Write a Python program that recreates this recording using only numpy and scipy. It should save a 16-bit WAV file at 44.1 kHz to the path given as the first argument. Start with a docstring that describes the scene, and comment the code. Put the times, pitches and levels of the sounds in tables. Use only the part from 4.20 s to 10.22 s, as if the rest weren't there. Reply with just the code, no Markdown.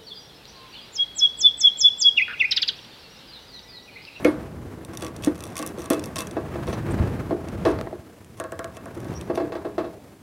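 """Hand rivet gun in the corner of a sheet-metal box on a bench; close microphone, small workshop.
0-2.1 s: the gun clanks onto the rivet; its steel nose ticks and grates; the held lid flexes and thumps.
2.1-3.8 s: the hands shift grip, rubbing and shaking the box, between more knocks.
4.0-4.7 s: lever squeezed; the mandrel slips in jerks, each a snap and a tinny ring of the lid.
4.9-5.7 s: a steel squeak, then the tool knocks the free, ringing box."""
import sys
import numpy as np
from scipy import signal
from scipy.fft import rfft, irfft, next_fast_len
from scipy.io import wavfile

SR = 44100
rng = np.random.default_rng(int(sys.argv[2]) if len(sys.argv) > 2 else 0)


def wrap_up_sound(samples):
    """Save the sound to the file named by the first command line argument, as 16-bit audio."""
    columns = np.atleast_2d(samples).T
    # keep every value between -1 and 1, then stretch to whole-number steps
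    tamed = np.clip(columns, -1, 1)
    steps = np.round(tamed * 32767).astype(np.int16)
    wavfile.write(sys.argv[1], SR, steps)


N = 265470
T = np.arange(N) / SR
CLANK_S, LID_HELD_UNTIL_S = 0.047, 2.1

# tool blows into the box: t/s, level/dB, tilt/(dB/oct), length factor
KNOCKS = [(0.0475, -23.5, 2.7, 1.7), (0.0693, -24, -1, 0.63), (0.825, -35, 2.5, 1.2),
          (1.072, -28, 0.5, 0.88), (1.394, -33.5, 2.5, 1.3), (1.579, -37, -1, 0.61), (1.703, -22, 3, 1.47),
          (1.985, -37, 3, 0.88), (2.167, -26.5, -2, 0.91), (2.356, -34.5, 0, .5), (2.475, -31.5, 1.5, 0.64),
          (2.528, -35, 4, 0.67), (2.788, -37, 1.5, .3), (3.108, -25.5, -4, 0.86), (3.4513, -19, -0.5, 1.8),
          (3.474, -43, -2.5, 1.2), (3.588, -34.5, 0.5, 0.16), (3.6123, -34.5, 2, 0.097),
          (3.672, -35.5, -2, 0.17), (3.728, -38, -3.5, 0.7), (5.098, -26, -3, 1.13), (5.175, -25, -1, 0.67),
          (5.198, -27, -2, 1.9), (5.321, -32.5, 1, 0.73), (5.352, -31.5, 0, 0.96), (5.448, -31, -1.7, 1.3),
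          (5.58, -24.5, -1, 1.1), (5.641, -37, 0.5, 1.7)]
# blow envelope per band, at length 1: f/Hz, gain/dB, rise/s, t60/s, room tail/dB, tail t60/s
BLOW_BANDS = [(328, -0.5, 0.0041, 0.27, -16, 1), (602, -1, 0.00067, 0.11, -10, 1),
              (1364, -8.5, 0.0005, 0.22, -18, 0.37), (3700, -17.5, 0.00055, 0.13, -23, 1)]
# hand pressing on the lid: f/Hz, gain/dB
HELD_LID_EQ = [(320, 5), (400, -8.5), (520, 5.5), (660, -7), (1100, -4), (1600, -2), (3800, -5)]
# clear box modes: f/Hz, level/dB, t60/s
BOX_MODES = [(299.2, -4.5, 0.67), (321.4, -3, 0.67), (351.5, 3, 0.3), (409.3, -2.5, 1), (481, 0, 0.66),
             (498.6, -2.5, 0.35), (530, -0.5, 0.73), (631, 1.5, 1), (661, 7.5, 1), (816, -4.5, 0.25),
             (996, -13.5, 0.32), (1088.5, -5.5, 1), (1135.6, -7, 1), (1250, -15.5, 0.57), (1364, -13, 0.32),
             (1552, -13.5, 0.23), (1650, -13, 0.49), (1853, -12, 0.12), (2140, -25.5, 0.81),
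             (2630, -26.5, 0.83), (3420, -33, .4), (3900, -32.5, 0.5), (4250, -33, 0.13)]
# crowd of weaker panel modes: f/Hz, level/dB
PANEL_SPECTRUM = [(150, -10.5), (300, 2.5), (600, 10), (900, 4), (1700, -5.5), (2600, -25.5), (4200, -26.5),
                  (8000, -41.5)]
# lid or bench giving way: t/s, level/dB, f/Hz, t60/s
THUMPS = [(0.0505, -7.5, 488, 0.083), (0.0507, -11.5, 301, 0.073), (1.0721, -8, 299, 0.07),
          (1.7058, -9, 290, 0.072), (2.795, -10.5, 79, 0.097), (3.728, -28, 630, 0.07)]
# gun frame modes: f/Hz, level/dB, t60/s
FRAME_MODES = [(1130, -37, 0.16), (1377, -26, 0.075), (1830, -24, .08), (2173, -23.5, 0.18),
               (2250, -21, 0.058), (2440, -26, 0.07), (3020, -30, 0.046)]
# mandrel slipping in the jaws: t/s, snap/dB, box ring/dB
MANDREL_SLIPS = [(4.046, -52, -61), (4.1999, -34, -29.5), (4.2396, -43, -32), (4.3209, -41.5, -32.5),
                 (4.3921, -37.5, -31.5), (4.4438, -37, -33.5), (4.5692, -44, -41), (4.6572, -46.5, -37.5)]
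# slip-to-lid coupling: f/Hz, gain/dB
SLIP_DRIVE = [(300, -1), (440, -5.5), (560, 0.5), (660, -3), (780, -10), (1100, 2), (1650, 6.5), (2200, 1),
              (4500, 5)]
# nose and jaw modes: f/Hz, width/Hz, level/dB
NOSE_MODES = [(2620, 130, -11), (3506, 220, -6.5), (4590, 95, -17), (5700, 300, -7), (6100, 770, -10),
              (8030, 120, -14), (8820, 530, -9.5), (9550, 780, -8), (10480, 440, -15), (12000, 1100, -15)]
# steel-on-steel ticks: t/s, level/dB, relative tilt/(dB/oct)
TICKS = [(0.047, -33.5, 0), (0.649, -42, 0), (0.7727, -33.5, 0), (0.823, -34.5, -6.5), (0.866, -37, -9.5),
         (0.964, -42, -2), (1.037, -35.5, -7), (1.047, -29.5, 0), (1.2382, -36, -1), (1.3676, -31.5, -2),
         (1.3792, -33, 2), (1.391, -33, -2), (1.4633, -32.5, 5), (1.4747, -35.5, 5), (1.702, -26, 2.5),
         (1.733, -31.5, -3), (1.795, -38, -2), (1.8405, -36.5, -2), (1.858, -39, 5), (1.967, -32.5, -5),
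         (1.984, -32.5, -5), (1.989, -29, -3), (2.006, -31, -2), (2.071, -38.5, -1), (2.111, -42, -2),
         (3.286, -43, -5.5), (3.452, -34.5, -10), (5.0118, -40.5, -5), (5.156, -39.5, -4.5)]
# nose grating in the hole: start/s, end/s, level/dB, slip rate/(1/s)
GRATES = [(0.731, 0.754, -49, 210), (0.795, 0.891, -46, 104), (1.022, 1.082, -44.5, 225),
          (1.138, 1.33, -51, 90), (1.353, 1.428, -42.5, 230), (1.46, 1.493, -50.5, 310),
          (1.572, 1.658, -47.5, 250), (1.7, 1.746, -40.5, 500), (1.82, 1.873, -50.5, 150),
          (1.955, 2.025, -38, 300), (2.469, 2.545, -50.5, 500), (3.445, 3.523, -52, 410),
          (4.169, 4.215, -55, 510), (4.537, 4.573, -56.5, 460), (4.733, 4.945, -58.5, 54),
          (5.151, 5.177, -51, 320)]
# sliding-steel squeaks: t/s, length/s, start f/Hz, end f/Hz, level/dB, relative pitch waver
SQUEAKS = [(0, 0.15, 11300, 7800, -57, 0.033), (0.01, 0.092, 14600, 12500, -62, .02),
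           (0.082, 0.045, 12600, 9900, -62, .02), (2.514, 0.046, 6100, 6060, -53, 0.018),
           (2.695, 0.041, 8300, 9000, -50.5, 0.13), (4.938, 0.067, 5580, 5750, -48.5, 0.039),
           (4.98, 0.14, 5700, 5670, -72, .04)]
# hands on box and tool, before trims: t/s, rumble/dB, rub/dB
HAND_LEVELS = [(0, -41.5, -33), (0.45, -39, -45), (0.65, -47, -41), (1.1, -39.5, -41.5), (1.35, -48, -40),
               (2.1, -40.5, -38.5), (2.55, -33, -32), (2.82, -24.5, -32), (3.22, -41.5, -37),
               (3.4, -33.5, -35), (3.62, -34.5, -39), (3.85, -56.5, -48), (4.1, -50.5, -52),
               (4.7, -48.5, -43), (4.9, -35.5, -37.5), (5.35, -47.5, -43), (5.72, -49, -49),
               (6.02, -59.5, -51.5)]
# box and bench rumble: f/Hz, level/dB
RUMBLE_SPECTRUM = [(22, -28), (36, -23), (48, -11.5), (60, -7), (85, -0.5), (125, -4), (170, -6.5),
                   (260, -13.5)]
# skin and sleeve rub: f/Hz, level/dB
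RUB_SPECTRUM = [(150, 1), (230, 3), (320, -1), (400, 1), (520, -5), (700, -7), (850, -9.5), (1100, -11),
                (1700, -16.5), (2500, -23), (3500, -31)]
# skin and workshop hiss: f/Hz, level/dB
HISS_SPECTRUM = [(1500, -3.5), (2200, -2), (4000, -6), (7000, -8.5), (11000, -9), (16000, -15.5)]


def knocks():
    """Blows ring the box: harder contact is brighter; a pressed tool cuts the ring short."""
    out, t = np.zeros(N), np.arange(16384) / SR
    for at_s, db, db_per_oct, length in KNOCKS:
        hand = held_lid if at_s < LID_HELD_UNTIL_S else np.ones_like
        bands = split_bands(box_ring(t, hand), [row[0] for row in BLOW_BANDS])
        for band, (hz, band_db, rise_s, t60_s, tail_db, tail_t60_s) in zip(bands, BLOW_BANDS):
            swell = 1 - np.exp(-t / (rise_s * length))
            decay = fade(t, t60_s * length) + length * undb(tail_db) * fade(t, tail_t60_s)
            gain = undb(db + band_db) * tilt(hz, db_per_oct) * hand(hz)
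            add(out, at_s, gain * unit_rms(band * swell * decay, 1000))
    return out


def held_lid(hz):
    """Gain under a hand, which mutes the lid's hollow middle."""
    return undb(np.interp(hz, *np.transpose(HELD_LID_EQ)))


def box_ring(t, drive=np.ones_like, scatter_db=2.7, detune=0.0066, panels_db=-6.0):
    """Decaying box modes over steady panel noise, weighted by drive(hz)."""
    louder, sharper, phase = rng.standard_normal((len(BOX_MODES), 3)).T[:, :, None]
    mode_hz, mode_db, t60_s = np.transpose(BOX_MODES)[:, :, None]
    cycles = mode_hz * (1 + detune * sharper) * t + phase
    rings = np.exp(-np.log(1000) * t / t60_s) * np.sin(2 * np.pi * cycles)
    modes = (undb(mode_db + scatter_db * louder) * drive(mode_hz) * rings).sum(axis=0)
    panels = noise(len(t), lambda hz: curve(PANEL_SPECTRUM)(hz) * drive(hz))
    return unit_rms(modes, 2000) + undb(panels_db) * panels


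def thumps(rise_cycles=0.58):
    """A panel gives way or the gun frame clanks: fast build, quick damping."""
    out, t = np.zeros(N), np.arange(SR // 4) / SR
    clank = [(CLANK_S, db, hz, t60_s) for hz, db, t60_s in FRAME_MODES]
    for at_s, db, hz, t60_s in THUMPS + clank:
        swell = 1 - np.exp(-(t * hz / rise_cycles) ** 2)
        swing = np.sin(2 * np.pi * hz * t) * swell * fade(t, t60_s)
        add(out, at_s, undb(db) * swing / np.abs(swing).max())
    return out


def mandrel_slips(snap_t60_s=0.0085, ring_t60_s=0.17, tail_db=-11, tail_t60_s=0.8, rise_s=0.0011):
    """The loaded mandrel jumps: dry snap, tinny ring from the lid."""
    out, t = np.zeros(N), np.arange(12288) / SR
    snap_eq = curve([(2000, 9), (3300, 3), (4700, -6), (5600, 1), (8500, 4), (11000, -4), (15000, -12)])
    swell = 1 - np.exp(-t / rise_s)
    decay = fade(t, ring_t60_s) + undb(tail_db) * fade(t, tail_t60_s)
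    for at_s, snap_db, ring_db in MANDREL_SLIPS:
        snap = noise(len(t), snap_eq) * fade(t, snap_t60_s)
        ring = box_ring(t, curve(SLIP_DRIVE), scatter_db=-0.2, panels_db=-7) * swell * decay
        add(out, at_s, undb(snap_db) * unit_rms(snap, 265))
        add(out, at_s, undb(ring_db) * unit_rms(ring, 1000))
    return out


def nose_ticks(base_db_per_oct=0.86):
    """Single slips of nose and jaws; more abrupt is brighter."""
    out, t = np.zeros(N), np.arange(4096) / SR
    hz = np.clip(np.fft.rfftfreq(len(t), 1 / SR), 2600, 11000)
    for at_s, db, db_per_oct in TICKS:
        tick = irfft(rfft(steel_tick(t)) * tilt(hz, base_db_per_oct + db_per_oct))
        add(out, at_s, undb(db) * unit_rms(tick, 265))
    return out


def steel_tick(t, crack_t60_s=0.0062, ring_db=-7, ring_t60_s=0.023, room_db=-32, room_t60_s=0.48):
    """One slip: broad crack, nose modes shifted by how it is pressed, trace of room."""
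    mode_hz, width_hz, mode_db = np.transpose(NOSE_MODES)[:, :, None]
    sharper, louder, phase = rng.standard_normal((3, len(NOSE_MODES), 1))
    early = t[:2048]
    cycles = (mode_hz + width_hz * sharper / 2) * early + phase
    modes = (undb(mode_db + 2 * louder) * np.sin(2 * np.pi * cycles)).sum(axis=0)
    tick = noise(len(t), nose_gain) * (fade(t, crack_t60_s) + undb(room_db) * fade(t, room_t60_s))
    tick[:len(early)] += undb(ring_db) * unit_rms(modes) * fade(early, ring_t60_s)
    return tick * (1 - np.exp(-t / 0.0001))


def nose_gain(hz, bed_db=-5):
    """Nose resonances over a broad bed."""
    bed = undb(2 * bed_db) / (1 + (1800 / hz) ** 4)
    peaks = sum(undb(2 * db) / (1 + ((hz - f * f / hz) / width) ** 2) for f, width, db in NOSE_MODES)
    return np.sqrt((bed + peaks) / (1 + (hz / 11500) ** 10))


def grating(spread_db=5.5, jitter=0.9, lid_db=2, lid_t60_s=0.2, max_slips=64):
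    """Runs of tiny, uneven stick-slips; they keep the lid's upper modes singing."""
    out, t = np.zeros(N), np.arange(4096) / SR
    ticks = [steel_tick(t[:2048]) for _ in range(max_slips)]
    lid_drive = curve([(900, -7.5), (1100, 4), (1500, -4.5), (2600, 16.5)])
    for start_s, end_s, db, slips_per_s in GRATES:
        n = int((end_s - start_s) * SR)
        run, pushes = np.zeros(n + len(t)), np.zeros(n)
        lags = jitter * rng.random(max_slips)
        sizes = undb(spread_db * rng.standard_normal(max_slips))
        order = rng.permutation(max_slips)
        for k in range(min(int(slips_per_s * n / SR) + 1, max_slips)):
            i = min(int((k + lags[k]) * SR / slips_per_s), n - 1)
            run[i:i + 2048] += sizes[k] * ticks[order[k]]
            pushes[i] += sizes[k]
        lid = box_ring(t, lid_drive) * fade(t, lid_t60_s)
        add(out, start_s, undb(db) * unit_rms(run, n))
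        add(out, start_s, undb(db + lid_db) * unit_rms(signal.fftconvolve(pushes, lid), n))
    return out


def squeaks(rasp_db=5, rasp_per_s=380, waver_per_s=1800):
    """Brief raspy whistles: one vibration of the tool takes over."""
    out = np.zeros(N)
    for at_s, length_s, start_hz, end_hz, db, waver in SQUEAKS:
        n = int(length_s * SR)
        hz = np.linspace(start_hz, end_hz, n) * (1 + waver * wander(waver_per_s, n))
        envelope = np.hanning(n) * undb(rasp_db * wander(rasp_per_s, n))
        add(out, at_s, undb(db) * unit_rms(envelope * np.sin(2 * np.pi * np.cumsum(hz) / SR)))
    return out


def hands(rumble_trim_db=2, rub_trim_db=-1, catch_db=-6.5, skin_hiss_db=-22.5, workshop_hiss_db=-60.5):
    """Gripping shakes box and bench; skin and sleeve rub in fits, over workshop hiss."""
    at_s, *columns = np.transpose(HAND_LEVELS)
    rumble_db, rub_db = (np.interp(T, at_s, column) for column in columns)
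    hiss_db = 20 * np.log10(np.hypot(undb(workshop_hiss_db), undb(rub_db + skin_hiss_db)))
    judder = wander(per_s=90)
    layers = [(RUMBLE_SPECTRUM, rumble_db + rumble_trim_db + judder),
              (RUB_SPECTRUM, rub_db + rub_trim_db + 3 * judder),
              (HISS_SPECTRUM, hiss_db + 1.5 * judder)]
    taps = undb(rub_db + catch_db) * skin_catches()
    return taps + sum(undb(db) * noise(N, curve(spectrum)) for spectrum, db in layers)


def skin_catches(per_s=70, spread_db=5, t60_s=0.23):
    """Skin catches on the sheet and lets go: tiny taps sound the hollow box."""
    catches = (rng.random(N) < per_s / SR) * undb(spread_db * rng.standard_normal(N))
    t = T[:8192]
    hollow = box_ring(t, curve([(320, 8), (650, -12), (1100, -7), (2500, 5)])) * fade(t, t60_s)
    return unit_rms(signal.fftconvolve(catches, hollow)[:N])


def undb(db):
    """dB to gain."""
    return 10 ** (np.asarray(db) / 20)


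def unit_rms(x, n=None):
    """Scale to rms 1 over the first n samples."""
    return x / np.sqrt(np.mean(x[:n] ** 2) + 1e-18)


def add(track, at_s, sound):
    """Mix in at at_s."""
    i = int(at_s * SR)
    track[i:i + len(sound)] += sound[:N - i]


def noise(n, gain):
    """Noise of rms 1, spectrum gain(hz)."""
    size = next_fast_len(n)
    hz = np.maximum(np.arange(size // 2 + 1) * SR / size, 1)
    return unit_rms(irfft(rfft(rng.standard_normal(size)) * gain(hz), size)[:n])


def curve(points):
    """Gain function through (f/Hz, level/dB) points; -10 dB/oct outside."""
    f, db = np.transpose(points)

    def gain(hz):
        outside_oct = np.maximum(np.log2(f[0] / hz), 0) + np.maximum(np.log2(hz / f[-1]), 0)
        return undb(np.interp(np.log(hz), np.log(f), db) - 10 * outside_oct)
    return gain


def tilt(hz, db_per_oct, pivot_hz=574):
    """Gain of a straight spectral slope."""
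    return undb(db_per_oct * np.log2(hz / pivot_hz))


def split_bands(x, centres_hz):
    """Overlapping bands that sum to x."""
    log_hz = np.log(np.maximum(np.fft.rfftfreq(len(x), 1 / SR), 1))
    spectrum = rfft(x)
    triangles = [np.interp(log_hz, np.log(centres_hz), row) for row in np.eye(len(centres_hz))]
    return [irfft(spectrum * np.clip(2 * weight - 0.5, 0, 1), len(x)) for weight in triangles]


def fade(t, t60_s):
    """Exponential decay."""
    return np.exp(-np.log(1000) * t / t60_s)


def wander(per_s, n=N):
    """Interpolated random knots, spread near 1."""
    knots = rng.standard_normal(4096)
    return np.interp(T[:n] * per_s, np.arange(len(knots)), knots)


def scene():
    """All sources at one spot, straight ahead."""
    mono = hands() + knocks() + thumps() + mandrel_slips() + nose_ticks() + squeaks() + grating()
    return np.array([mono, mono])


def record(dry, hiss_db=-67, low_cut_hz=28, high_cut_hz=15750):
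    """Microphone: low cut, bright hiss per channel, high cut."""
    low_cut = signal.butter(2, low_cut_hz, "high", fs=SR, output="sos")
    high_cut = signal.ellip(8, 0.2, 70, high_cut_hz, fs=SR, output="sos")
    hiss = np.array([noise(N, lambda hz: hz / (hz + 5000)) for _ in dry])
    return signal.sosfilt(high_cut, signal.sosfilt(low_cut, dry) + undb(hiss_db) * hiss)


dry = scene()
out = record(dry)
wrap_up_sound(out)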